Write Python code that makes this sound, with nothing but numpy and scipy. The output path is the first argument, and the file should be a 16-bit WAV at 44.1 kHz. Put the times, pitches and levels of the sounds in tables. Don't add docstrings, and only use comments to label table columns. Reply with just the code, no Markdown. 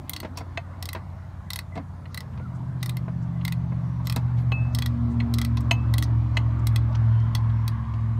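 import sys
import numpy as np
from scipy import signal
from scipy.fft import rfft, irfft
from scipy.io import wavfile
from scipy.ndimage import uniform_filter1d

SR = 44100
rng = np.random.default_rng(int(sys.argv[2]) if len(sys.argv) > 2 else 0)


def gain_from_db(level_db):
    decades = np.asarray(level_db, float) / 20
    return 10 ** decades


def put_to_file(sound):
    columns = np.atleast_2d(sound).T
    safe = np.clip(columns, -1, 1)
    whole_steps = np.round(safe * 32767)
    wavfile.write(sys.argv[1], SR, whole_steps.astype(np.int16))


N = 361179
COARSE = 21


def evened(x):
    return x / np.sqrt(np.mean(x ** 2) + 1e-20)


def read(points, hz):
    f, value = np.transpose(points)
    return np.interp(np.log(hz + 1), np.log(f + 1), value)


def curves(rows, t):
    s, *columns = np.transpose(rows)
    return [np.interp(t, s, c) for c in columns]


def add(mix, s, sound):
    part = mix[round(s * SR):][:len(sound)]
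    part += sound[:len(part)]


def drift(per_s, t):
    return np.interp(t * per_s, np.arange(200), rng.standard_normal(200))


def tone(hz, db, rate=SR):
    cycles = np.cumsum(hz) / rate + rng.random()
    return np.sqrt(2) * gain_from_db(db) * np.sin(2 * np.pi * cycles)


def band(x, centre_hz, spread):
    edges = np.clip([centre_hz / spread, centre_hz * spread], 30, 20000)
    return signal.sosfilt(signal.butter(3, edges, "bandpass", fs=SR, output="sos"), x)


# (t/s, level/dB)
ROAR_LEVEL = [
    (0.0, -51),
    (0.8, -50),
    (1.76, -52.5),
    (2.9, -50.5),
    (4.2, -47.5),
    (5.86, -44.5),
    (6.27, -45),
    (7.14, -44.5),
    (8.19, -48),
]
# (f/Hz, level/dB per Hz)
ROAR_SPECTRUM = [(300, -27.5), (400, -9.5), (480, -7.5), (650, -1.5), (800, -4), (1050, 0), (1400, -9.5),
                 (2000, -15), (2600, -24), (4000, -27.5), (6000, -33.5), (9000, -39.5), (14000, -48),
                 (16000, -59.5)]
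# (f/Hz, level/dB per Hz)
RUMBLE_SPECTRUM = [(25, -35), (42, -9.5), (60, 4.5), (100, 10.5), (140, 0.5), (200, 0), (320, -8.5),
                   (420, -22), (600, -54)]
HISS_DB, HISS_SHARE, RUMBLE_DB, RUMBLE_SHARE = -69, 0.98, -53, 0.98
EARLIER_DB, EARLIER_FADE_S = 9, 0.43


def smoothed(patches, bins, frames):
    return evened(uniform_filter1d(uniform_filter1d(patches, bins, 0), frames, 1))


def road():
    frames, hz = N // 256 + 5, np.fft.rfftfreq(1024, 1 / SR)[:, None]
    s = np.arange(frames) * 256 / SR
    a, b, patches, streaks, swells = rng.standard_normal((frames, 513, 5)).T
    streaks = smoothed(streaks, 2, 40)
    swells = smoothed(swells, 16, 90)
    patches = smoothed(patches, 10, 12)
    roar_db = curves(ROAR_LEVEL, s)[0]
    hiss_db = HISS_DB + HISS_SHARE * (roar_db + 50)
    rumble_db = RUMBLE_DB + RUMBLE_SHARE * (roar_db + 50)

    treble = np.clip(np.log(hz / 1500 + 1e-9) / np.log(2), 0, 1)
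    upper_db = read(ROAR_SPECTRUM, hz) + (1 - treble) * (roar_db + 22) + treble * (hiss_db + 42.0)
    top = np.clip(np.log(hz / 4200 + 1e-9) / np.log(2), 0, 1.4)
    upper_db -= treble * top * 1.2 * (hiss_db + 67.5)
    leaving = np.clip(s - 6.3, 0, 1)
    upper_db += leaving * (2.0 - 6.3 * (hz < 850)) * (hz < 3800)

    earlier_db = EARLIER_DB * np.exp(-s / EARLIER_FADE_S) * (hz > 220)
    lower_db = read(RUMBLE_SPECTRUM, hz) + rumble_db + 31.5 + earlier_db
    patchy_db = (1.59 - 0.65 * treble) * patches + 1.9 * streaks + 0.34 * swells - 32.0
    z = (a + 1j * b) * np.hypot(gain_from_db(upper_db), gain_from_db(lower_db)) * gain_from_db(patchy_db)
    return signal.istft(z, nperseg=1024, noverlap=768)[1][:N]


# (f/Hz, level/dB)
IDLER_LINES = [(56, -54.5), (67, -51), (78.5, -56.5), (89.8, -38), (146, -51.5), (179, -54.5), (224, -64)]
IDLER_START_DB, IDLER_SETTLE_S, IDLER_GONE_S, IDLER_FADE_DB_S = -4.5, 0.51, 2.44, -51


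def idler(t):
    level_db = IDLER_START_DB * np.exp(-2 * t / IDLER_SETTLE_S)
    level_db += IDLER_FADE_DB_S * np.clip(t - IDLER_GONE_S, 0, 2)
    out = np.zeros(len(t))
    for hz, db in IDLER_LINES:
        wavering_hz = hz * (1 + 0.0039 * drift(3.7, t))
        out += tone(wavering_hz, db + level_db + 0.97 * drift(2.6, t), SR / COARSE)
    return out


FIRING_HZ, SPEED_M_S, SOUND_M_S = 118.805, 25.137, 343


def engine_cycles(t, abreast_s, distance_m, further_m=0):
    path_m = np.hypot(SPEED_M_S * (t - abreast_s), distance_m) + further_m
    return FIRING_HZ / 8 * (t - path_m / SOUND_M_S)


# (t/s, straight level/dB, level off the wall/dB)
EXHAUST = [(0, -50, -49.5), (2.0, -48.5, -68), (2.8, -28.5, -42), (3.2, -31.5, -53), (3.6, -28.5, -41),
           (4.0, -28.5, -49), (4.4, -22.5, -34), (4.8, -26, -38), (5.2, -27.5, -29), (5.6, -25, -36),
           (6.0, -22, -32), (6.4, -23.5, -35.5), (7.2, -20, -29), (7.6, -23.5, -40.5), (7.9, -27, -29),
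           (8.19, -24.5, -49)]
# (order, level/dB, lift of its beam/dB, beam sweeps us t/s, beam width/s)
ORDERS_STRONG = [(5, -42.5, 11, 5.13, 2.5), (11, -49.5, 20.5, 3.48, 1.31), (16, -46.5, 17.5, 5.183, 0.5)]
ORDERS_WEAK = [(3.19, -63.5, -1, 1.5, 1.5), (5.53, -55, 5, 3.2, 2.5), (5.96, -55.5, 9, 4.3, 1.5),
               (6.92, -54.5, 9.5, 6.2, 8.5), (8.955, -41.5, -12.5, 8.6, 0.068),
               (10.08, -55.5, 12.5, 2.3, 2), (12.1, -58.5, 9.5, 4.7, 3), (13.3, -56.5, 7, 2.53, 0.88),
               (13.2, -67, 14, 3.6, 1.2), (17.95, -68, 13, 7.8, 2.2), (19.1, -62, 15, 5.7, 1.6),
               (21.25, -74.5, 25.5, 6.15, 1.5), (23.63, -70.5, 9, 6.4, 1.8), (23.9, -69.5, 13, 5.6, 0.45),
               (24, -71.5, 21, 6.9, .5), (19, -74, 15, 2.84, 0.48), (22.5, -75.5, 18.5, 2.88, 0.39),
               (26.9, -75, 23.5, 5.3, 0.28), (20.72, -68, 20, 5.96, .4), (40.4, -78, 21.5, 5.32, 0.26)]
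ABREAST_S, DISTANCE_M = 4.88, 61.071
WALL_ABREAST_S, WALL_DISTANCE_M, WALL_TO_US_M = 3.2604, 28.536, 36.93
WALL_DOUBLE_DB = -19
HIDDEN_DB, EMERGES_S, EMERGING_S = -16, 2.2, 0.15
REAR_DB = 7


def truck(t):
    cycles = engine_cycles(t, ABREAST_S, DISTANCE_M)
    bounced = engine_cycles(t, WALL_ABREAST_S, WALL_DISTANCE_M, WALL_TO_US_M)
    straight_db, wall_db = curves(EXHAUST, t)
    out = gain_from_db(straight_db) * np.sin(16 * np.pi * cycles)
    out += gain_from_db(wall_db) * np.sin(16 * np.pi * bounced)
    out += gain_from_db(wall_db + WALL_DOUBLE_DB) * np.sin(32 * np.pi * bounced)
    hidden_db = HIDDEN_DB / (1 + np.exp((t - EMERGES_S) / EMERGING_S))
    behind = np.sin(np.arctan(SPEED_M_S * (t - ABREAST_S) / DISTANCE_M))
    for orders, waver_db, rear_db in (ORDERS_STRONG, 1.1, REAR_DB * behind), (ORDERS_WEAK, 3.5, 0):
        for order, db, lift_db, s, width_s in orders:
            beam_db = lift_db * np.exp(-((t - s) / width_s) ** 2)
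            level_db = db + beam_db + hidden_db + rear_db + waver_db * drift(7, t)
            out += gain_from_db(level_db) * np.sin(2 * np.pi * (order * cycles + rng.random()))
    return np.sqrt(2) * out


TREBLE_HZ, TREBLE_SHORT = 7000, 0.67
RATTLE_HZ, RATTLE_MS = 4470, 8.8


def struck(modes, bands, crack_ms, scatter_db, detune, crack_db, rattle_db=-60):
    t = np.arange(4096) / SR
    hz, db, t60 = np.transpose(modes)[:, :, None]
    luck = rng.standard_normal((2, len(modes), 1))
    build_up = 1 - np.exp(-t * hz / 2.85)
    gain = gain_from_db(db + scatter_db * luck[0] - 60 * t / t60) * build_up
    rings = (gain * np.sin(2 * np.pi * hz * (1 + detune * luck[1]) * t)).sum(0)

    noise = rng.standard_normal(len(t))
    fall = np.exp(-t * 1000 / np.clip(crack_ms, .3, 15))
    dull = signal.sosfilt(signal.butter(2, TREBLE_HZ, fs=SR, output="sos"), noise)
    crack = dull * fall * (1 - np.exp(-t / 0.00071))
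    snap = fall ** (1 / TREBLE_SHORT) + 0.22 * np.sqrt(fall)
    crack += (noise - dull) * snap * (1 - np.exp(-t / 0.00037))
    rattle = evened(band(noise[::-1], RATTLE_HZ, 1.17))
    crack += gain_from_db(rattle_db) * rattle * np.exp(-t * 1000 / RATTLE_MS) * (1 - np.exp(-t / 0.004))

    spectrum, bins_hz = rfft(gain_from_db(crack_db) * crack + rings), np.fft.rfftfreq(len(t), 1 / SR)
    colour = []
    for low, high, peak_db in bands:
        in_band = irfft(spectrum * (bins_hz > low) * (bins_hz < high))
        lift_db = peak_db - 20 * np.log10(abs(in_band).max())
        colour += [(low * 1.137, lift_db), (high / 1.32, lift_db)]
    below = (colour[0][0] / 2.2, colour[0][1] - 16)
    above = (colour[-1][0] * 2.3, colour[-1][1] - 14)
    log_gain = np.log(gain_from_db(read([below] + colour + [above], bins_hz)))
    causal = np.fft.irfft(log_gain) * np.r_[1, 2 * np.ones(2047), 1, np.zeros(2047)]
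    return irfft(spectrum * np.exp(rfft(causal)))


# (t/s, thud level/dB, knock level/dB, tick level/dB, length/ms)
KNOCKS = [(.23, -33, -32, -41, 10), (.247, -27.5, -29.5, -40, 12), (.375, -54, -35, -38.5, 17),
          (.405, -40.5, -34, -63, 18), (.735, -78, -42, -64, 4.5), (.949, -36, -25.5, -35.5, 6.6),
          (.960, -32, -32, -48, 17), (1.755, -33, -37, -44.5, 15), (1.764, -23, -36, -57, 10),
          (1.775, -35, -30, -40.5, 6.1), (1.794, -33, -39, -80, 16), (2.375, -57, -41, -49, 7),
          (2.396, -37, -37.5, -63, 17), (3.08, -38, -33.5, -56, 10), (3.72, -31.5, -37.5, -67, 8.2),
          (4.162, -26.5, -25.5, -34, 9.9), (5.572, -44, -38, -32.5, 6.7), (7.462, -50, -42, -63, 4),
          (7.938, -54, -40, -46, 6)]
# (f/Hz, level/dB, t60/s)
CASING = [(212, -9, 0.04), (461, -13, 0.047), (660, -10, 0.051), (972, -2.5, 0.038), (2115, -8.5, 0.04),
          (2590, -7, 0.03)]
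# (t/s, level/dB, length/ms, centre f/Hz)
SCUFFS = [(.364, -58, 14, 4000), (.386, -54, 17, 9000), (.41, -59, 22, 4200), (1.758, -62, 14, 7000),
          (2.125, -63, 30, 5000), (2.34, -62, 15, 2800), (2.56, -66, 30, 7000), (2.81, -62, 25, 4000),
          (3.23, -67, 30, 6000), (4.06, -56, 24, 6500), (4.06, -62, 24, 12000), (4.06, -55, 20, 3600),
          (4.39, -59, 40, 3300), (4.39, -66, 40, 5500), (4.4, -72, 70, 11500), (4.166, -41, 8, 6800),
          (4.735, -62, 24, 5000), (.085, -58, 16, 3000), (4.39, -56, 30, 1900), (5.12, -65, 40, 7000),
          (5.578, -50, 14, 4500), (5.612, -59, 16, 7000), (6.037, -42, 22, 4800), (6.036, -49, 20, 8000),
          (6.034, -52, 20, 13000), (6.355, -63, 25, 5000), (6.51, -59, 8, 3000), (6.595, -61, 8, 6000),
          (6.73, -68, 12, 11000), (6.93, -57, 8, 4200), (6.955, -46, 10, 4800), (7.205, -61, 10, 5000),
          (7.5, -54, 12, 3400)]
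# (t/s, f/Hz, level/dB)
SQUEAK = [
    (2.40, 1265, -56),
    (2.415, 1400, -50),
    (2.44, 1465, -53),
    (2.464, 1315, -45.5),
    (2.48, 1240, -55),
]
# (t/s, f/Hz, level/dB)
CHIRP = [
    (1.722, 2000, -55),
    (1.73, 2060, -51),
    (1.738, 2000, -59),
    (1.75, 2000, -50),
]
BODY_DB, BODY_THUD_SHARE = 2.5, 0.21


def hands():
    out = np.zeros(N)
    for s, thud_db, knock_db, tick_db, ms in KNOCKS:
        body_db = BODY_DB + knock_db + BODY_THUD_SHARE * (thud_db - knock_db)
        bands = [(153.5, 370, thud_db), (327, 600, body_db - 7.5), (507, 960, body_db - 3.5),
                 (807, 1250, knock_db - 3.5), (1256, 2010, knock_db - 6.0), (1780, 2760, knock_db - 6.0),
                 (3010, 5500, tick_db), (6600, 9200, tick_db - 17.5)]
        add(out, s, struck(CASING, bands, ms, scatter_db=3.0, detune=0.025, crack_db=2.0))
    for s, db, ms, centre_hz in SCUFFS:
        lengths = (np.arange(4000) - 2000) / SR * 1000 / ms
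        grit = rng.standard_normal(4000) * rng.exponential(1, 4000)
        scuff = evened(band(grit, centre_hz, 1.3)) * np.exp(-(2 * lengths) ** 2)
        add(out, s - 2000 / SR, gain_from_db(db) * scuff)
    for rows in SQUEAK, CHIRP:
        start_s, end_s = rows[0][0], rows[-1][0]
        add(out, start_s, tone(*curves(rows, np.arange(start_s, end_s, 1 / SR))))
    return out


# (t/s, level/dB, head ring level/dB, treble level/dB)
PAWL_CLICKS = [(0.095, -29.5, -6.5, 5.5), (0.134, -24.5, -19, -11.5), (0.163, -24.5, -14, -18),
               (0.202, -30.5, -8, -7.5), (0.826, -25.5, -17, -11.5), (0.8556, -28, -19, -10),
               (0.889, -25, -12, -11.5), (0.9306, -34.5, 1, 1), (1.504, -22, -13.5, -13.5),
               (1.5332, -23, -18, -11), (1.559, -25, -9.5, -7), (1.5894, -25.5, -4, -11),
               (2.145, -29, -9.5, -8.5), (2.175, -28, -2, -9.5), (2.2054, -31, -8.5, -13),
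               (2.8288, -25.5, -7, -9.5), (2.86, -31, -8, -3.5), (2.8939, -28.5, -14, -9.5),
               (2.9695, -34, -2.5, -5.5), (3.4507, -25, -5.5, -9.5), (3.4795, -27, -0.5, -11),
               (3.5228, -29, -5.5, -10.5), (4.071, -23, -14.5, -12.5), (4.0977, -21.5, -16, -18),
               (4.124, -31, -6, -5), (4.1614, -26, -27, -6.5),
               (4.7487, -22.5, -21, -9), (4.787, -23.5, -10.5, -13), (4.8219, -24.5, -8, -14.5),
               (4.86, -24, -9, -13.5), (5.3392, -23, -22, -12), (5.385, -24.5, -9.5, -11),
               (5.415, -24, -8, -9.5), (5.4484, -27, -10, -6.5), (5.571, -30, -14, -22.5),
               (5.607, -46, -13, -5), (5.9387, -24, -7, -11), (5.9819, -22, -14.5, -10),
               (6.0247, -25.5, -3.5, -9.5), (6.67, -26, -10.5, -4.5), (6.76, -23, -10.5, -11.5),
               (7.3502, -20.5, -13.5, -14.5), (7.6789, -26, -15.5, -10.5)]
# (head f/Hz, level/dB of four gear modes against the
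PAWL_SEATS = [(2080, 3, 0, 0, -11), (2060, 11, 8, 6, 3), (1980, -7, -3, -2, -8), (2000, -5, -5, -3, -13),
              (1940, -1, -2, -1, 4), (2010, -7, 2, -4, 2), (2020, -1, 1, 20, -8), (2040, 6, -9, 1, -6),
              (2000, -4, 5, 3, 0), (2060, -6, 1, -2, -1), (2000, -9, 1, -10, -14), (2000, -8, 2, -6, -8),
              (1960, -12, -7, 3, -6), (2000, -1, 10, 23, 3), (2000, -4, 4, 0, 7), (2000, -13, 5, 6, -9),
              (1960, -9, -1, -10, -1), (2040, 9, 18, 12, 2), (2085, -5, 0, -10, 0), (2065, 3, 6, 10, -6),
              (2040, 0, 5, 3, -3), (2025, 0, 1, 5, -5), (2000, -12, -7, 8, 7), (1920, -8, -10, -8, -1),
              (2000, -3, 1, -3, -5), (2070, 6, 14, 9, 2),
              (1990, 4, -10, -3, 3), (1920, 4, 6, -3, 2), (1960, 2, -2, 2, -2), (1950, 3.5, 12, 8, 8),
              (2000, 4, 7, 8, 2), (2030, 3, 6, 5, 2), (1980, 10, 4, 7, 1), (2000, -7, 4, 3, 2),
              (2030, -4, 3, 8, 6), (2030, -9, -4, -5, 5), (1960, 3, 7.5, 7.5, 3), (2020, -1, -16, -3, -3),
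              (1970, 1, 7, 7, 1), (2050, 2, -3, 2, -3), (2010, 3.5, -13, 1, 0), (2000, 0.5, -11, 0, -2.5),
              (2060, -1, -8, 4, 0)]
# (f/Hz, level/dB, t60/s)
RATCHET = [(1142, -14.5, 0.026), (2516, -12, .016), (6280, -13.5, 0.018), (6700, -15, 0.014),
           (8180, -6, 0.019), (8810, -4.5, 0.011), (9660, -5, 0.0082), (11360, -5, 0.009),
           (12130, -1, 0.0077), (13080, -6.5, 0.0079), (15160, -8.5, 0.0074)]
# (f/Hz, level/dB, t60/s)
GEAR = [(3343, -1.5, 0.015), (3756, -1.5, 0.013), (4010, -1, 0.015), (5360, -.5, 0.014), (4373, -5, 0.026)]
HEAD_DB, HEAD_T60 = 0.5, 0.024
CRACK_MS, CRACK_SPREAD = 3.5, 0.1
LOOSE_DB = 4.5


def ratchet():
    out = np.zeros(N)
    clicks = zip(PAWL_CLICKS, PAWL_SEATS)
    for (s, db, head_db, treble_db), (head_hz, *seat_db) in clicks:
        seat_db = np.r_[seat_db, 0] - max(*seat_db, 0)
        loose = np.array(RATCHET) + np.outer(rng.standard_normal(len(RATCHET)), [0, LOOSE_DB, 0])
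        gear = [(hz, gear_db + lift, t60) for (hz, gear_db, t60), lift in zip(GEAR, seat_db)]
        modes = [*loose] + [(head_hz, HEAD_DB, HEAD_T60)] + gear
        bands = [(870, 1250, db + .5 * head_db - 10.5), (1250, 1610, db + .5 * head_db - 12.0),
                 (1620, 2360, db + head_db + 2.0), (3000, 5400, db + 0.31),
                 (5620, 7840, db + .5 * treble_db - 4.0), (7150, 9770, db + 0.54 * treble_db - 2.5),
                 (10100, 17000, db + treble_db + 8)]
        crack_ms = CRACK_MS * np.exp(CRACK_SPREAD * rng.standard_normal())
        click = struck(modes, bands, crack_ms, scatter_db=1.2, detune=0.0071, crack_db=-1.5, rattle_db=-18)
        add(out, s - .0002, click)
    return out


# (t/s, level/dB)
SOCKET_SLIPS = [
    (0.3727, -28),
    (.384, -35),
    (0.406, -51),
]
# (f/Hz, level/dB, t60/s)
SOCKET = [(1100, -9, 0.048), (2470, -10, 0.046), (4570, -4.5, 0.078), (5220, -11, .03), (5540, -8, 0.047),
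          (5600, -5, 0.031), (6750, -8, 0.04), (7350, -3, .02), (11140, -10, .03)]
# (t/s, level/dB, f/Hz, t60/s)
TOUCHES = [(.735, -50, 2000, .03), (1.02, -55, 2000, .04), (1.1, -60, 4100, .03), (1.1, -61, 3400, .03),
           (1.22, -56, 2000, .04), (1.445, -62, 6400, .03), (1.465, -52, 2000, .06),
           (1.753, -44, 2020, .03), (1.762, -46, 2000, .02), (3.99, -65, 5750, .08), (3.86, -67, 5800, .08),
           (6.51, -52, 2000, .02), (4.519, -57, 14000, .05), (4.519, -58, 15150, .06),
           (4.519, -60, 13500, .07), (4.519, -52, 8600, .015), (7.2, -54, 4200, .02),
           (7.938, -50, 3200, .02)]


def socket():
    out, t = np.zeros(N), np.arange(4096) / SR
    for s, db in SOCKET_SLIPS:
        bands = [(920, 1800, db - 7.0), (1800, 2700, db - 13.0), (4260, 6900, db), (9000, 18000, db - 7.5)]
        add(out, s, struck(SOCKET, bands, 6.5, scatter_db=1.0, detune=0.0024, crack_db=-1.0))
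    for s, db, hz, t60 in TOUCHES:
        decay = gain_from_db(db - 60 * t / t60)
        add(out, s, decay * np.sin(2 * np.pi * hz * t) * (1 - np.exp(-t / 0.0019)))
    return out


# (t/s, level/dB, low body level/dB, lower ring level/dB, upper ring level/dB)
CLINKS = [
    (.574, -22.5, -0.5, 3, -6),
    (2.056, -39.5, -9, 2, -6),
    (3.412, -42.5, -9, 1, 2),
    (4.519, -25, 4, -7, -2),
    (5.202, -25, -10, 0.5, -5),
    (5.711, -11, -6, -7, -2),
    (6.37, -16, -3.5, -1, 0),
    (6.950, -35.5, 2, -4.5, 2),
]
# (f/Hz, level/dB, t60/s)
BRACKET = [(682, -11.5, 0.038), (970, -7.5, 0.028), (1066, -11, 0.039), (1980, 4, 0.012),
           (2590, -14, 0.015), (2933, -2, 0.016), (3160, -2.5, 0.012), (780, -9.5, 0.041),
           (2365, -11, 0.014), (3540, -13.5, 0.017), (4110, -10, 0.02), (13600, -13.5, .03),
           (6510, -11, 0.042), (11500, -11, 0.087)]
BRIGHT_DB, BRIGHT_PER_DB = -21.5, 0.63
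BOUNCE_S, BOUNCE_DB, FIRST_DB = .0033, -4.5, -2.5
VALLEY_DB = -6.5


def clinks():
    out = np.zeros(N)
    for s, db, low_db, lower_db, upper_db in CLINKS:
        treble_db = BRIGHT_DB + BRIGHT_PER_DB * (db + 24.5)
        bands = [(315, 570, db + low_db - 14.5), (610, 1920, db + low_db),
                 (1210, 1700, db + low_db + VALLEY_DB), (1650, 2400, db + lower_db - 3.0),
                 (2230, 2920, db - 3.0), (2850, 4070, db + upper_db - 2.0), (3830, 4800, db - 9.0),
                 (5300, 10300, db + treble_db + 4.5), (9600, 15000, db + treble_db - 11.0)]
        for late_s, blow_db in (0, FIRST_DB), (BOUNCE_S, BOUNCE_DB):
            blow = struck(BRACKET, bands, 2.84, scatter_db=4.0, detune=0.012, crack_db=0.0)
            add(out, s - .0005 + late_s, gain_from_db(blow_db) * blow)
    return out


# (t/s, level/dB, t60/s)
HANDLE_RINGS = [
    (.574, -24.5, 0.046),
    (4.519, -31.5, 0.034),
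    (4.52, -27.5, 0.39),
    (5.202, -38, 0.044),
    (5.711, -11, 0.036),
    (5.713, -34, 0.34),
    (6.369, -16.5, 0.026),
]
HANDLE_HZ = 2606


def handle():
    out, t = np.zeros(N), np.arange(20000) / SR
    for s, db, t60 in HANDLE_RINGS:
        clock = t + round(s * SR) / SR
        decay = gain_from_db(db - 60 * t / np.clip(t60, .02, 1))
        add(out, s, decay * np.sin(2 * np.pi * HANDLE_HZ * clock) * (1 - np.exp(-t / 0.0014)))
    return out


# (start t/s, length/s, f/Hz, level/dB)
WHINES = [
    (6.98, .42, 3150, -62),
    (7.45, .25, 5500, -72),
    (3.75, .32, 5780, -74),
    (3.3, .15, 2000, -60),
]


def whines():
    out = np.zeros(N)
    for s, length, hz, db in WHINES:
        count = round(length * SR)
        whine = evened(band(rng.standard_normal(count), hz, 1.04))
        add(out, s, gain_from_db(db) * whine * np.hanning(count))
    return out


def machine_echo(x):
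    dulled = signal.sosfilt(signal.butter(1, 5500, fs=SR, output="sos"), x)
    out, turn = np.zeros(N), np.arange(N) / SR * 2 * np.pi * 4.3
    for share in np.sin(turn), np.cos(turn):
        at = np.arange(60, 5000, 20) + rng.integers(0, 20, 247)
        taps = np.zeros(5100)
        taps[at] = rng.choice([-1., 1.], 247) * gain_from_db(-60 * at / SR / 0.098)
        out += signal.oaconvolve(dulled * share, taps / np.linalg.norm(taps))[:N]
    return out


def scene():
    t = np.arange(N // COARSE + COARSE) * COARSE / SR
    engines = signal.resample_poly(truck(t) + idler(t), COARSE, 1)[:N]
    clicks, blows, rest = ratchet(), clinks(), hands() + socket()
    echo = gain_from_db(-8.0) * machine_echo(gain_from_db(-1.5) * clicks + gain_from_db(-2) * blows + rest)
    return (clicks + blows + rest + handle() + echo + engines + road() + whines())[None]


def top_cut(x):
    return signal.sosfilt(signal.butter(12, 16930, fs=SR, output="sos"), x)


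def record(dry):
    heard = signal.sosfilt(signal.butter(5, 39, "highpass", fs=SR, output="sos"), dry)
    heard = heard - 0.35 * band(heard, 10360, 1.04)
    heard = signal.sosfilt(signal.ellip(5, .3, 12, 15650, fs=SR, output="sos"), heard)
    heard = signal.sosfilt(signal.butter(12, 16200, fs=SR, output="sos"), heard)
    heard *= np.clip((N - np.arange(N)) / 40, 0, 1)
    return top_cut(heard)


dry = scene()
out = record(dry)
put_to_file(out)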